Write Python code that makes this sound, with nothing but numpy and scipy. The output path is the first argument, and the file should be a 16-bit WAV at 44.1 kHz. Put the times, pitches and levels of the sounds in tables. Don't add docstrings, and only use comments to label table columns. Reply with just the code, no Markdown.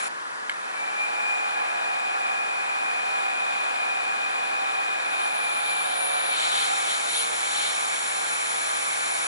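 import sys
import numpy as np
from scipy import signal
from scipy.fft import rfft, irfft, next_fast_len
from scipy.io import wavfile
from scipy.ndimage import uniform_filter1d, map_coordinates

SR = 44100
rng = np.random.default_rng(int(sys.argv[2]) if len(sys.argv) > 2 else 0)


def generate_wav(sig):
    pcm = np.round(np.clip(np.atleast_2d(sig).T, -1, 1) * 32767).astype(np.int16)
    wavfile.write(sys.argv[1], SR, pcm)


def gain_from_decibels(decibels):
    exponent = np.asarray(decibels, float) / 20
    return 10 ** exponent


N = 408795

# time in seconds, turn (0 wide fan to 8 tight jet).
NOZZLE_TURNS = [(0, 0.5), (2.5, 0), (3.1, 1), (4.92, 1), (5.2, 2), (5.36, 3), (5.6, 3.5), (5.7, 4),
                (5.97, 5), (6.33, 6), (6.39, 7), (6.47, 7), (6.62, 7), (6.78, 7.5), (7.05, 8), (7.4, 8),
                (9.3, 8)]


def unit(x):
    return x / np.sqrt(np.mean(x ** 2) + 1e-20)


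def along(points, hz, axis=1):
    columns = np.transpose(points)
    return np.interp(np.log(hz + 1), np.log(columns[0] + 1), columns[axis])


def nozzle_turn():
    s, turn = np.transpose(NOZZLE_TURNS)
    return np.interp(np.arange(N) / SR, s, turn)


def wobble(rate_hz):
    knots = rng.standard_normal(int(N * rate_hz / SR) + 4)
    return map_coordinates(knots, [np.arange(N) * rate_hz / SR])


def bumps(events, axis):
    t = np.arange(N) / SR
    return sum(row[axis] * np.exp(-.5 * abs((t - row[0]) / row[1]) ** 2.3) for row in events)


def filtered(x, response):
    m = next_fast_len(N + 8192)
    return irfft(rfft(x, m) * response(np.fft.rfftfreq(m, 1 / SR)), m)[..., :N]


def placed(x, side_db, turn_rad):
    mid = filtered(x, lambda hz: np.exp(1j * turn_rad) + 0 * hz)
    side = gain_from_decibels(side_db) * x
    return np.array([mid + side, mid - side])


def rush(spectra, side_db, patchy_db, drops_db=-40):
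    # frequency in Hz, share in phase, share in quadrature.
    link = [(200, 0.031, 0), (610, -0.29, 0.28), (1220, 0.24, 0.53), (2360, 0.042, 0.67),
            (3100, 0.28, 0.61), (3920, 0.21, 0.81), (4550, 0.052, 0.41), (5800, 0.21, 0.68),
            (7000, 0.3, 0.35), (7900, -0.28, 0.47), (8400, -0.33, 0), (9540, -0.27, 0.055),
            (10140, 0.41, 0.2), (11000, -0.29, 0.6)]
    tick_gain = gain_from_decibels(drops_db + np.minimum(4 * rng.exponential(size=N), 12))
    ticks = tick_gain * (rng.random(N) < .02) * rng.standard_normal(N)
    noise = rng.standard_normal((2, N)) + ticks * [[1], [0]]
    z = signal.stft(noise, nperseg=512)[2]
    patches = uniform_filter1d(rng.standard_normal(z.shape[1:]), 8, 0)
    patches = unit(uniform_filter1d(patches, 10, 1))
    tied, loose = signal.istft(z * gain_from_decibels(patchy_db * patches), nperseg=512)[1][:, :N]

    def tie(hz):
        return along(link, hz) + 1j * along(link, hz, axis=2)

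    free = filtered(loose, lambda hz: np.sqrt(np.clip(1 - abs(tie(hz)) ** 2, 0, 1)))
    mid = filtered(tied, tie) + free
    mid = unit(filtered(mid, lambda hz: gain_from_decibels(along(spectra[0], hz))))
    side = gain_from_decibels(side_db) * unit(filtered(tied, lambda hz: gain_from_decibels(along(spectra[1], hz))))
    return np.array([mid + side, mid - side])


def street():
    # frequency in Hz, density in dB per Hz.
    street_spectra = [
        [(18, -79), (30, -42), (75, -26), (173, -16.5), (206, -14.5), (642, -9), (1000, -1.5), (1770, -5), (2690, -16.5), (11000, -23), (14300, -60), (22000, -120)],
        [(18, -93), (30, -55), (227, -17.5), (306, -13.5), (392, -11.5), (554, -6.5), (611, -8), (1520, 1.5), (2100, -14), (11000, -32.5), (14300, -66), (22000, -120)],
    ]
    return gain_from_decibels(-41.5) * rush(street_spectra, side_db=8.0, patchy_db=0.5)


def trigger():
    # time in seconds, level in dB.
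    impacts = [
        (0.4942, -13),
        (.4955, -3),
        (0.4992, -13),
        (0.5085, -17),
        (.5158, -13),
        (.5215, -18),
    ]
    # frequency in Hz, level in dB, t60 in seconds.
    shell_modes = [(1560, -3, 0.016), (1710, 5, 0.016), (1950, 0.5, 0.016), (2090, 1, .018),
                   (3080, 2, 0.009), (3830, -14, 0.022), (4370, -9, 0.011), (7660, -6, 0.01),
                   (10350, -10, 0.012)]
    x, t = np.zeros(N), np.arange(SR // 20) / SR
    for start_s, hit_db in impacts:
        ring = 0
        for hz, mode_db, t60_s in shell_modes:
            start_db = mode_db + rng.normal(0, 1) + .15 * hit_db * np.log2(hz / 2000)
            ring = ring + gain_from_decibels(start_db - 60 * t / t60_s) * np.sin(2 * np.pi * hz * t)
        crack = 0.2 * gain_from_decibels(-60 * t / 0.03) * rng.standard_normal(len(t))
        onset = 1 - np.exp(-t / .001)
        x[round(start_s * SR):][:len(t)] += gain_from_decibels(hit_db - 14) * (ring + crack) * onset
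    thin = filtered(x, lambda hz: (1j * hz / (1000 + 1j * hz)) ** 3 / (1 + 1j * hz / 5000))
    return placed(thin, side_db=4, turn_rad=1.6)


def whistle():
    # nozzle turn, frequency in Hz, level in dB.
    edge_tone = [(1, 7330, -70), (2.5, 7300, -57), (3.6, 7260, -58), (4, 7300, -53), (5.1, 7340, -54),
                 (5.5, 6950, -55), (6, 6850, -64), (7, 6850, -80)]
    at_turn, tone_hz, tone_db = np.transpose(edge_tone)
    turn = nozzle_turn()
    pitch_hz = np.interp(turn, at_turn, tone_hz) + 60 * wobble(14)
    tone = unit(wobble(300) * np.sin(2 * np.pi * np.cumsum(pitch_hz) / SR))
    gain = gain_from_decibels(np.interp(turn, at_turn, tone_db) + 2.5 * wobble(12))
    return gain * tone * gain_from_decibels([[1], [-1]])


def lance(lance_db):
    def mode(f, hz, width_hz):
        return 1j * f * width_hz / (hz * hz - f * f + 1j * f * width_hz)

    def tube(f):
        return mode(f, 1615, 25) + mode(f, 1668, 30) + gain_from_decibels(-14) * mode(f, 7320, 90)

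    tone = unit(filtered(rng.standard_normal(N), tube))
    return placed(gain_from_decibels(lance_db) * tone, side_db=-3, turn_rad=0.97)


def motor():
    # multiple of stroke rate, then level in dB at each of the knock speeds.
    piston_orders = [(8, -19, -28, -28, -28), (9, -18, -9, -20, -17), (10, -13, -19, -26, -23),
                     (11, -5, -11, -24, -24), (12, 0, -2, -16, -15), (13, -10, -8, -18, -14),
                     (14, -24, -11, -9, -15), (15, -9, -14, -3, -13), (16, -24, -22, -13, -9),
                     (17, -15, -16, -20, -13), (18, -10, -15, -22, -24), (23, -24, -22, -12, -9)]
    knock_speeds_hz = [2400, 2320, 1970, 1940]
    # multiple of mesh, level in dB.
    mesh_lines = [(1, 0), (2, -50), (3, -22)]
    # multiple of mesh, level in dB.
    brush_lines = [(2.879, -37), (3.429, -39), (4.034, -36), (4.059, -39)]
    sag_hz = [0, 0, 0, 33, 58, 122, 138, 460, 519]
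    drive_below_hz = [0, 3, 7, 30, 60, 100, 130, 190, 300, 460, 472, 488, 519]
    # whine in dB, piston in dB, boost of the 13th order in dB.
    drive = [(-43.5, -44, -2), (-44, -41, 0), (-43, -42, 9), (-43, -45, 10.5), (-39.5, -46, 9),
             (-45, -41, -1), (-42.5, -40, -8), (-50, -51, -3), (-60, -53, -2), (-60, -49, -2),
             (-62, -45, 0), (-60, -37, 0), (-62, -43, 1)]
    # centre in seconds, half length in seconds, gain in dB.
    flares = [
        (.81, .055, 8),
        (1.02, 0.036, 9.5),
        (1.29, 0.091, 9),
        (6.33, 0.037, 4),
    ]
    # change of whine, piston and boost in dB.
    empty_db = [-8, -6.5, 8]
    free_hz, lag_start_hz, empty_hz = 2453, 330, 60
    start_s, spin_s, spin_shape = .66, .18, .8
    mesh_per_stroke = 37.7

    t, turn = np.arange(N) / SR, nozzle_turn()
    lag_hz = lag_start_hz * np.exp(-(np.maximum(t - start_s, 0) / spin_s) ** spin_shape)
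    below_hz = lag_hz + np.interp(turn, np.arange(len(sag_hz)), sag_hz)
    mesh_hz = free_hz - below_hz
    emptiness = np.tanh(lag_hz / empty_hz)
    whine_db, piston_db, boost_db = (np.interp(below_hz, drive_below_hz, column) + db * emptiness
                                     for column, db in zip(np.transpose(drive), empty_db))
    whine_db += bumps(flares, axis=2)
    on = np.clip((t - .62) / .1, 0, 1)

    mesh_rad = 2 * np.pi * np.cumsum(mesh_hz * (1 + 0.00062 * wobble(12))) / SR
    stroke_rad = mesh_rad / mesh_per_stroke
    whine = 0
    for k, line_db in mesh_lines + brush_lines:
        breath_db = 1.3 * wobble(22.05) + 0.75 * np.cos(stroke_rad)
        whine = whine + gain_from_decibels(line_db + breath_db) * np.sin(k * mesh_rad)

    unsteady_db = 1.4 + 2.1 * below_hz / sag_hz[-1]
    knock = 0
    for k, *speed_db in piston_orders:
        order_db = np.interp(-mesh_hz, -np.array(knock_speeds_hz), speed_db)
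        order_db += boost_db * ((k == 13) - 0.31 * (k == 12))
        phase_rad = k * stroke_rad + 1.3 * k * k + 0.56 * wobble(6)
        knock = knock + gain_from_decibels(order_db + unsteady_db * wobble(5)) * np.sin(phase_rad)
    gears = placed(gain_from_decibels(whine_db + 3) * whine, side_db=8.5, turn_rad=1.1)
    pistons = placed(gain_from_decibels(piston_db) * knock, side_db=10, turn_rad=2.2)
    return on * (gears + pistons)


def water_db():
    # roar, jet, mist, splash, lance in dB.
    water_levels = [(-39.5, -57, -56.5, -57, -49.5), (-39, -54.5, -54, -48, -50.5),
                    (-38.5, -51.5, -43.5, -45, -50), (-39, -52, -42.5, -44, -54),
                    (-39.5, -49.5, -38.5, -39, -52), (-39.5, -49, -35, -40, -53),
                    (-38, -47.5, -36, -37, -59), (-37, -40, -42.5, -39.5, -59), (-40.5, -39, -42, -42, -57)]
    # centre in seconds, half length in seconds, mist in dB, splash in dB.
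    surges = [
        (6.02, .05, 2.5, -1.5),
        (6.14, .05, 1.5, -1),
        (6.42, 0.052, -3, 7),
        (6.585, 0.08, 6, 8),
        (6.92, 0.044, 6.5, 8.5),
        (7.18, 0.058, 13, 8.5),
        (7.56, .05, 0, 5.5),
        (7.665, 0.064, 4, 8),
    ]
    fill_db = [-11, -9, -6, -10, -30]
    burst_db = [-40.5, -44, -46, -53, -90]
    lift_db = [0, -.5, 3, -2.5, 1]
    fill_s, fill_tau_s, burst_end_s, lift_s, jet_share = 0.58, 0.19, .083, 7.9, 0.14

    t, turn = np.arange(N) / SR, nozzle_turn()
    set_db = np.array([np.interp(turn, np.arange(len(water_levels)), layer)
                       for layer in np.transpose(water_levels)])
    fill = np.exp(-(t - fill_s) / fill_tau_s)
    lift = np.clip((t - lift_s) / .2 + .5, 0, 1)
    mist_db, splash_db = bumps(surges, axis=2), bumps(surges, axis=3)
    layers_db = set_db + np.outer(fill_db, fill) + np.outer(lift_db, lift)
    layers_db[1:4] += [jet_share * splash_db, mist_db, splash_db]
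    return np.where(t < burst_end_s, np.array(burst_db)[:, None], layers_db)


def spray(roar_db, jet_db, mist_db, splash_db):
    # frequency in Hz, density in dB per Hz.
    roar_spectra = [
        [(120, -49), (200, -21.5), (521, -8), (590, -13), (771, 0), (902, -10), (1360, -3), (1660, -4), (2040, -7.5), (2420, 0), (2790, -11.5), (4000, -15.5), (5150, -19.5), (7150, -28.5), (8500, -23), (11000, -58), (18700, -120)],
        [(120, -59), (200, -36), (590, -11.5), (771, 0.5), (916, -8), (1330, -2), (2100, -20), (2310, -5), (2420, -7), (2540, -17), (2790, -19), (3640, -21), (5930, -36.5), (7270, -31), (8500, -40), (11000, -67), (18700, -120)],
    ]
    jet_spectra = [
        [(1120, -55), (1900, -11.5), (2230, 5), (2610, -9), (2740, -11), (3090, -7.5), (4390, -5.5), (4830, -14.5), (5600, -3), (6200, -9), (7180, 2), (8200, -7), (8820, -5), (9570, -4.5), (11000, -1.5), (14300, -40), (22000, -120)],
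        [(1120, -39), (1900, -12), (2030, -8), (2270, 5), (2510, -6), (2760, -14), (3060, -8), (3350, -5), (3650, -10), (5200, -15), (7240, -10.5), (9020, -18), (11000, -13.5), (14300, -44), (22000, -120)],
    ]
    mist_spectra = [
        [(5000, -50), (8500, -20), (8780, -20), (9300, -1), (10000, 7), (10500, 4), (11100, 6), (14400, -44), (22000, -120)],
        [(5000, -41), (8500, -11), (9070, -10), (9770, -7), (10600, 0), (11100, 0), (14400, -32), (22000, -120)],
    ]
    splash_spectra = [
        [(1590, -35), (2700, -8.5), (2800, -9.5), (3060, -1), (3520, -0.5), (3740, 2), (3840, -3), (4120, -3), (4500, -5), (5850, -39), (9900, -120)],
        [(1590, -39), (2700, -9), (2790, -10), (3060, -4), (3370, -4), (3630, 0), (4150, -4), (4280, -7), (4360, -13), (4500, -10), (5850, -42), (9900, -120)],
    ]
    flicker_db = 0.29 * wobble(8.2) + 0.3 * wobble(30)
    roar_gain = gain_from_decibels(roar_db + 0.53 * flicker_db)
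    jet_gain = gain_from_decibels(jet_db + 4 + flicker_db)
    mist_gain = gain_from_decibels(mist_db - 1 + flicker_db + 0.4 * wobble(25))
    splash_gain = gain_from_decibels(splash_db - 2.5 + flicker_db + 0.36 * wobble(15))
    roar = roar_gain * rush(roar_spectra, side_db=9.5, patchy_db=0.5)
    jet = jet_gain * rush(jet_spectra, side_db=-0.5, patchy_db=0.06, drops_db=-2.0)
    mist = mist_gain * rush(mist_spectra, side_db=-5.5, patchy_db=2.0, drops_db=0.5)
    splash = splash_gain * rush(splash_spectra, side_db=2.5, patchy_db=0.4, drops_db=-4.0)
    return roar + jet + mist + splash


def scene():
    *spray_db, lance_db = water_db()
    return street() + trigger() + whistle() + lance(lance_db) + motor() + spray(*spray_db)


def roll_off(x):
    return signal.sosfilt(signal.butter(12, 12070, fs=SR, output="sos"), x)


def record(dry):
    # frequency in Hz, half width in Hz, sum in dB, difference in dB.
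    cavities = [(1485, 30, 2.5, 1), (1530, 40, 0, -6), (1658, 38, 5, 0.5), (1894, 38, 2, 6.5),
                (2545, 36, 3, 10), (2580, 45, 0.5, -1), (3124, 40, 5.5, 2.5), (3236, 35, -7, -2),
                (3390, 37, 4, -2), (3693, 24, 4, 4.5), (4076, 31, 6.5, 4), (4080, 36, -1.5, -4),
                (4650, 80, 0.5, 2), (5560, 65, 2.5, -7), (7670, 120, -0.5, -2), (9000, 100, -2.5, 0),
                (9400, 110, 3.5, 5), (10330, 120, 3, 0), (10540, 70, -5.5, 2)]
    top_hz = 11040

    def band(hz):
        return hz ** 2 / (hz ** 2 + 25 ** 2) * np.clip((top_hz - hz) / 60, 0, 1)

    def colour(hz, axis):
        return gain_from_decibels(sum(row[axis] / (1 + ((hz - row[0]) / row[1]) ** 2) for row in cavities))

    mid = filtered(dry[0] + dry[1], lambda hz: band(hz) * colour(hz, axis=2)) / 2
    side = filtered(dry[0] - dry[1], lambda hz: band(hz) * colour(hz, axis=3)) / 2
    return roll_off(np.array([mid + side, mid - side]))


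dry = scene()
out = record(dry)
generate_wav(out)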